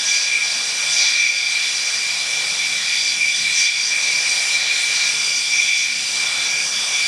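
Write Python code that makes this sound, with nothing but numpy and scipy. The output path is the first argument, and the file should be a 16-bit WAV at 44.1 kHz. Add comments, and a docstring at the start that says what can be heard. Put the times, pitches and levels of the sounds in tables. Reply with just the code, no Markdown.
"""Across an airfield, several small turboprops taxi at idle power, picked up in stereo from a distance.
Turbulent air howls in the intake ducts: noise ringing in narrow resonances over the broad blade hiss.
Below lie exhaust roar and rumble, shaped noise, and the buzz of three propellers, stacks of harmonics.
Thin wavering sines are the gears and compressors. Each part swells and fades;
the low end often dips when the whine is loud."""
import sys
import numpy as np
from scipy import signal
from scipy.fft import rfft, irfft
from scipy.io import wavfile
from scipy.ndimage import uniform_filter1d

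SR = 44100
rng = np.random.default_rng(int(sys.argv[2]) if len(sys.argv) > 2 else 0)


def int16_out(signal):
    """Quantize to a 16-bit WAV file."""
    q = np.round(np.clip(np.atleast_2d(signal).T, -1, 1) * 32767)
    wavfile.write(sys.argv[1], SR, q.astype(np.int16))


N = 311828  # length [samples]

# Levels are those ahead of the microphone; random wander is added where a function says so.
# deep exhaust rumble, relative density: (frequency [Hz], density [dB per Hz])
RUMBLE_SPECTRUM = [(25, -24), (60, -41), (146, -1), (230, -5), (336, -11.5), (600, -26)]
# exhaust roar, relative density: (frequency [Hz], density [dB per Hz])
ROAR_SPECTRUM = [(150, -23), (300, -17.5), (450, -3), (750, 2), (1300, 3), (1800, 3.5), (3000, -33.5),
                 (6000, -43)]
# swells and dips of the low end: (time [s], roar level [dB], rumble level [dB])
LOW_END_LEVELS = [(0.0, -43.5, -52), (0.27, -42, -62), (0.57, -41, -50), (1.04, -40, -56),
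                  (1.24, -45.5, -61), (2.48, -40, -51), (3.33, -46, -51), (3.42, -43, -47),
                  (3.72, -46.5, -59.5), (4.0, -40.5, -50.5), (4.47, -41, -57.5), (5.26, -41, -51),
                  (5.44, -45, -57), (5.63, -43, -53), (5.77, -48, -56), (5.98, -45, -48),
                  (6.26, -39, -48.5), (7.07, -40.5, -52)]
# broad weak resonance under the whine: (centre [Hz], width [Hz])
RUSH_RESONANCE = (1920, 170)
RUSH_DB, RUSH_SHARE = -40.5, 0.75  # mean level [dB]; share of the other plane's swells

# blade passing rate of each propeller: (rate [Hz])
BLADE_RATES = [75.3, 74.54, 76.3]
# propeller buzz, peak of each harmonic against the roar: (frequency [Hz], level [dB])
BUZZ_HARMONICS = [(150, -24), (300, -29.5), (450, -22), (750, -19), (1200, -33.5)]

# low gear, high gear and compressor tones: (pitch [Hz])
CLEAR_PITCHES = [1417, 1648, 7190]
# gear tones: (time [s], low gear level [dB], high gear level [dB])
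GEAR_LEVELS = [(0.0, -47, -47), (0.04, -53, -38), (0.65, -49, -45), (0.71, -57, -57), (0.87, -43, -44),
               (1.26, -50.5, -52), (2.07, -53, -46), (2.15, -64, -53), (2.87, -50, -53), (3.17, -65, -58),
               (4.15, -59, -45), (4.31, -52, -52), (5.06, -45.5, -42.5), (5.38, -47, -59), (5.49, -56, -54),
               (6.1, -56, -55), (6.34, -44, -55), (6.56, -51, -40), (6.91, -55, -50), (7.07, -48, -43)]
COMPRESSOR_DB, COMPRESSOR_SHARE = -48.5, 2.6  # mean level [dB]; exaggerates the swells of the hiss
# fainter tones of the other engines: (pitch [Hz])
FAINT_PITCHES = [1447, 1468, 1491, 1636, 4043, 4192, 7262, 7292]
# the same tones, before their wander: (rms level [dB])
FAINT_LEVELS = [-53, -59, -57, -58, -50, -51, -53, -55]

# hiss of the compressor blades, relative density: (frequency [Hz], density [dB per Hz])
HISS_SPECTRUM = [(1200, -23), (1800, -34), (2700, 10), (4000, 7), (4370, -25), (5200, 10), (6500, -0.5),
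                 (7500, 1), (9600, 2.5), (13800, -19)]
# weaker resonances that follow the hiss: (centre [Hz], width [Hz], level against the hiss [dB])
MINOR_RESONANCES = [(2905, 530, -7.5), (5150, 280, -8), (6930, 490, -11), (8290, 710, -8.5)]
# hiss with its minor resonances: (time [s], level [dB])
HISS_LEVELS = [(0.0, -31.5), (0.16, -30.5), (0.21, -33), (0.75, -31.5), (0.96, -29.5), (1.34, -36),
               (1.61, -31.5), (3.21, -31.5), (3.56, -30.5), (3.6, -27.5), (3.7, -34.5), (4.08, -31),
               (4.53, -28.5), (4.65, -33.5), (4.77, -28.5), (5.59, -31), (5.91, -33.5), (6.02, -29.5),
               (6.58, -32), (7.07, -28.5)]
# intake duct resonances, lowest first: (centre [Hz], width [Hz])
DUCT_RESONANCES = [(2352, 69), (3455, 134), (4060, 400), (4740, 226), (5790, 380)]
# main whine, the lowest duct resonance, swelling and fading: (time [s], level [dB])
WHINE_LEVELS = [(0.0, -30), (0.16, -22.5), (0.2, -28.5), (0.41, -21), (0.47, -31), (1.26, -21), (1.77, -28),
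                (1.83, -30), (1.89, -26.5), (2.58, -28), (2.62, -22), (2.83, -31), (2.93, -22), (3.15, -27),
                (3.25, -18), (3.37, -30.5), (3.46, -21), (3.56, -25), (3.66, -20), (3.9, -31.5),
                (3.94, -24), (4.67, -23), (5.38, -27.5), (5.77, -19), (6.08, -33.5), (6.24, -20.5),
                (6.28, -25), (6.61, -25.5), (6.67, -32), (7.07, -23)]
# second duct resonance: (time [s], level [dB])
SECOND_LEVELS = [(0.0, -30), (0.69, -36.5), (1.0, -28.5), (1.99, -35.5), (3.13, -30), (3.27, -37),
                 (3.35, -26.5), (3.44, -35), (3.68, -27), (3.86, -37), (4.09, -29), (4.13, -36),
                 (5.79, -28.5), (6.04, -39), (6.36, -28.5), (6.67, -39), (6.75, -29), (6.91, -34.5),
                 (6.95, -26), (7.07, -33)]
# middle duct resonance, from another plane and swelling on its own: (time [s], level [dB])
OTHER_PLANE_LEVELS = [(0.0, -34.5), (1.0, -31.5), (1.04, -24.5), (1.44, -39), (1.56, -31), (2.7, -34),
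                      (2.79, -26.5), (3.27, -40), (3.44, -29), (3.86, -36), (3.92, -32.5), (5.04, -27.5),
                      (5.3, -39.5), (6.2, -31.5), (6.26, -36), (6.44, -29.5), (6.56, -43), (7.07, -36)]
# top two duct resonances, mostly swelling together: (time [s], lower level [dB], upper level [dB])
TOP_HOWL_LEVELS = [(0.0, -32, -30), (0.14, -25.5, -26), (0.31, -33, -31.5), (0.9, -32, -31.5),
                   (0.94, -27, -24.5), (1.26, -31.5, -32), (2.83, -33.5, -32.5), (3.09, -27.5, -27.5),
                   (3.17, -38, -33.5), (3.4, -27.5, -28.5), (3.48, -35, -35.5), (3.6, -29, -24.5),
                   (3.76, -29.5, -34), (3.88, -28.5, -28), (3.94, -34, -32.5), (4.17, -29, -28.5),
                   (4.67, -33.5, -31.5), (5.24, -29.5, -29), (5.83, -33, -28), (5.89, -33, -35),
                   (6.97, -31.5, -29), (7.07, -28, -34)]
WANDER_DB, WANDER_HZ = 1.49, 9.9  # of duct howls, rush and compressor tone: rms [dB], rate [Hz]

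# spells in which the low end widens slowly and snaps back to the centre: (start [s], end [s])
WIDE_SPELLS = [(.25, 2.32), (3.8, 6.42)]
OPEN_S, OPEN_SHARE, SNAP_S = .25, .4, .04  # quick opening [s], width it reaches, closing [s]
# phase lead of the left channel at the widest: (frequency [Hz], lead [rad])
LEFT_LEAD = [(40, .05), (120, 0.13), (300, 0.95), (700, 0.42), (1290, 0.041), (2300, 0.0022),
             (13000, 0.0033)]
# excess of the left channel at the widest: (frequency [Hz], share of the sound)
LEFT_EXCESS = [(40, 0), (125, -0.089), (250, -0.29), (500, 0.11), (1000, 0)]
# microphone's bass cut and narrow dip, top dulled by distance and microphone: (frequency [Hz], gain [dB])
MICROPHONE_RESPONSE = [(40, -7), (110, 1.5), (4200, 1.5), (4370, -4), (4560, 3.5), (8000, 4.5), (10000, 2),
                       (11500, 1), (12800, -6), (13800, -13)]
EDGE_HZ = 13900  # band limit of the recorder


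def gain_of(db):
    """Amplitude factor of a level in dB."""
    return 10 ** (np.asarray(db) / 20)


def evened(x):
    """Scale a signal to rms 1."""
    return x / np.sqrt(np.mean(x ** 2) + 1e-20)


def read(points, hz):
    """Value of a spectrum at hz, on a log-frequency axis."""
    f, value = np.transpose(points)
    return np.interp(np.log(hz + 1), np.log(f + 1), value)


def columns(rows):
    """Every level column of a time table, one value per sample."""
    s, *values = np.transpose(rows)
    return [np.interp(np.arange(N) / SR, s, v) for v in values]


def drift(rate_hz):
    """Random wander of rms 1: white noise low-passed near rate_hz."""
    spectrum = rfft(rng.standard_normal(N))
    lowpass = np.exp(-(np.fft.rfftfreq(N, 1 / SR) / rate_hz) ** 2)
    return evened(irfft(spectrum * lowpass, N))


def wandering(db):
    """A level with its own random wander."""
    return db + WANDER_DB * drift(WANDER_HZ)


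def follow(rows, mean_db, share):
    """A wandering level that takes a share of the swells of another layer."""
    db = columns(rows)[0]
    return wandering(mean_db + share * (db - db.mean()))


def patchy_noise(spectrum, patchy_db):
    """Turbulence: noise of a given colour whose level wanders in patches of time and frequency."""
    frames, hz = N // 256 + 5, np.fft.rfftfreq(1024, 1 / SR)
    real, imaginary, patches = rng.standard_normal((frames, 513, 3)).T
    patches = uniform_filter1d(patches, size=14, axis=0)  # across frequency bins
    patches = evened(uniform_filter1d(patches, size=20, axis=1))  # across frames
    level_db = read(spectrum, hz)[:, None] + patchy_db * patches
    bins = (real + 1j * imaginary) * gain_of(level_db)
    return signal.istft(bins, nperseg=1024, noverlap=768)[1][:N]


def howl(hz, width_hz, steady):
    """Noise ringing in one resonance: a fuzzy whistle, its slowest wander partly evened out."""
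    off = (np.fft.rfftfreq(N, 1 / SR) - hz) / width_hz
    resonance = np.exp(-(off / 6.84) ** 2) / (1 + 2j * off)  # the exponential trims the far skirts
    ring = irfft(rfft(rng.standard_normal(N)) * resonance, N)
    power = uniform_filter1d(uniform_filter1d(ring ** 2, size=2200), size=2200)
    return evened(ring / power ** (steady / 2))


def tone(hz, waver_hz):
    """A sine of rms 1 whose pitch wavers slightly."""
    turns = np.cumsum(hz + waver_hz * drift(6.2)) / SR
    return np.sqrt(2) * np.sin(2 * np.pi * (turns + rng.random()))


def propellers():
    """Harmonics of each blade rate; every harmonic fades in and out on its own path."""
    buzz = np.zeros(N)
    for hz in BLADE_RATES:
        turns = np.cumsum(hz + .4 * drift(2.48)) / SR
        for k in range(2, 17):
            level_db = read(BUZZ_HARMONICS, k * hz) + 3.3 * drift(6.2)
            buzz += gain_of(level_db) * np.sin(2 * np.pi * (k * turns + rng.random()))
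    return buzz


def exhausts():
    """Turbulent roar with the propeller buzz inside it, a deep rumble and a resonant rush."""
    roar_db, rumble_db = columns(LOW_END_LEVELS)
    roar = evened(patchy_noise(ROAR_SPECTRUM, patchy_db=1.53))
    rumble = evened(patchy_noise(RUMBLE_SPECTRUM, patchy_db=.8))
    rush_db = follow(OTHER_PLANE_LEVELS, RUSH_DB, RUSH_SHARE)
    rush = gain_of(rush_db) * howl(*RUSH_RESONANCE, steady=0.16)
    return gain_of(roar_db) * (roar + propellers()) + gain_of(rumble_db) * rumble + rush


def rotors():
    """Thin tones from gears and compressor stages; the highest waver most in Hz."""
    compressor_db = follow(HISS_LEVELS, COMPRESSOR_DB, COMPRESSOR_SHARE)
    levels = columns(GEAR_LEVELS) + [compressor_db]
    clear = sum(gain_of(db) * tone(hz, hz * 0.001483) for db, hz in zip(levels, CLEAR_PITCHES))
    faint = sum(gain_of(db + 2.0 * drift(5.5)) * tone(hz, hz * 0.001215)
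                for hz, db in zip(FAINT_PITCHES, FAINT_LEVELS))
    return clear + faint


def blade_hiss():
    """Broad patchy noise of the compressor blades, coloured by minor resonances."""
    hiss = evened(patchy_noise(HISS_SPECTRUM, patchy_db=1.3))
    for hz, width_hz, db in MINOR_RESONANCES:
        hiss = hiss + gain_of(db + 2.0 * drift(10.0)) * howl(hz, width_hz, steady=0.1)
    return gain_of(columns(HISS_LEVELS)[0]) * evened(hiss)


def intakes():
    """Turbulent air howls in the duct resonances over the blade hiss."""
    levels = columns(WHINE_LEVELS) + columns(SECOND_LEVELS)
    levels += columns(OTHER_PLANE_LEVELS) + columns(TOP_HOWL_LEVELS)
    ducts = sum(gain_of(wandering(db)) * howl(hz, width_hz, steady=0.25)
                for db, (hz, width_hz) in zip(levels, DUCT_RESONANCES))
    return blade_hiss() + ducts


def width():
    """Share of the full stereo difference: opens quickly part way, grows steadily, snaps shut."""
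    t = np.arange(N) / SR
    return sum(np.interp(t, [start, start + OPEN_S, end, end + SNAP_S], [0, OPEN_SHARE, 1, 0])
               for start, end in WIDE_SPELLS)


def scene():
    """All sources in the centre, plus a level and phase difference between left and right."""
    middle = exhausts() + rotors() + intakes()
    hz = np.fft.rfftfreq(N, 1 / SR)
    difference = read(LEFT_EXCESS, hz) + 1j * read(LEFT_LEAD, hz) / 2  # 1j: a quarter turn ahead
    apart = width() * irfft(rfft(middle) * difference, N)
    return np.array([middle + apart, middle - apart])


def record(dry):
    """Colour of distance and microphone, then the band limit of the recorder."""
    response = gain_of(read(MICROPHONE_RESPONSE, np.fft.rfftfreq(N, 1 / SR)))
    coloured = irfft(rfft(dry) * response, N)
    lowpass = signal.firwin(511, EDGE_HZ, window=("kaiser", 9), fs=SR)
    return signal.oaconvolve(coloured, lowpass[None], "same")


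dry = scene()
out = record(dry)
int16_out(out)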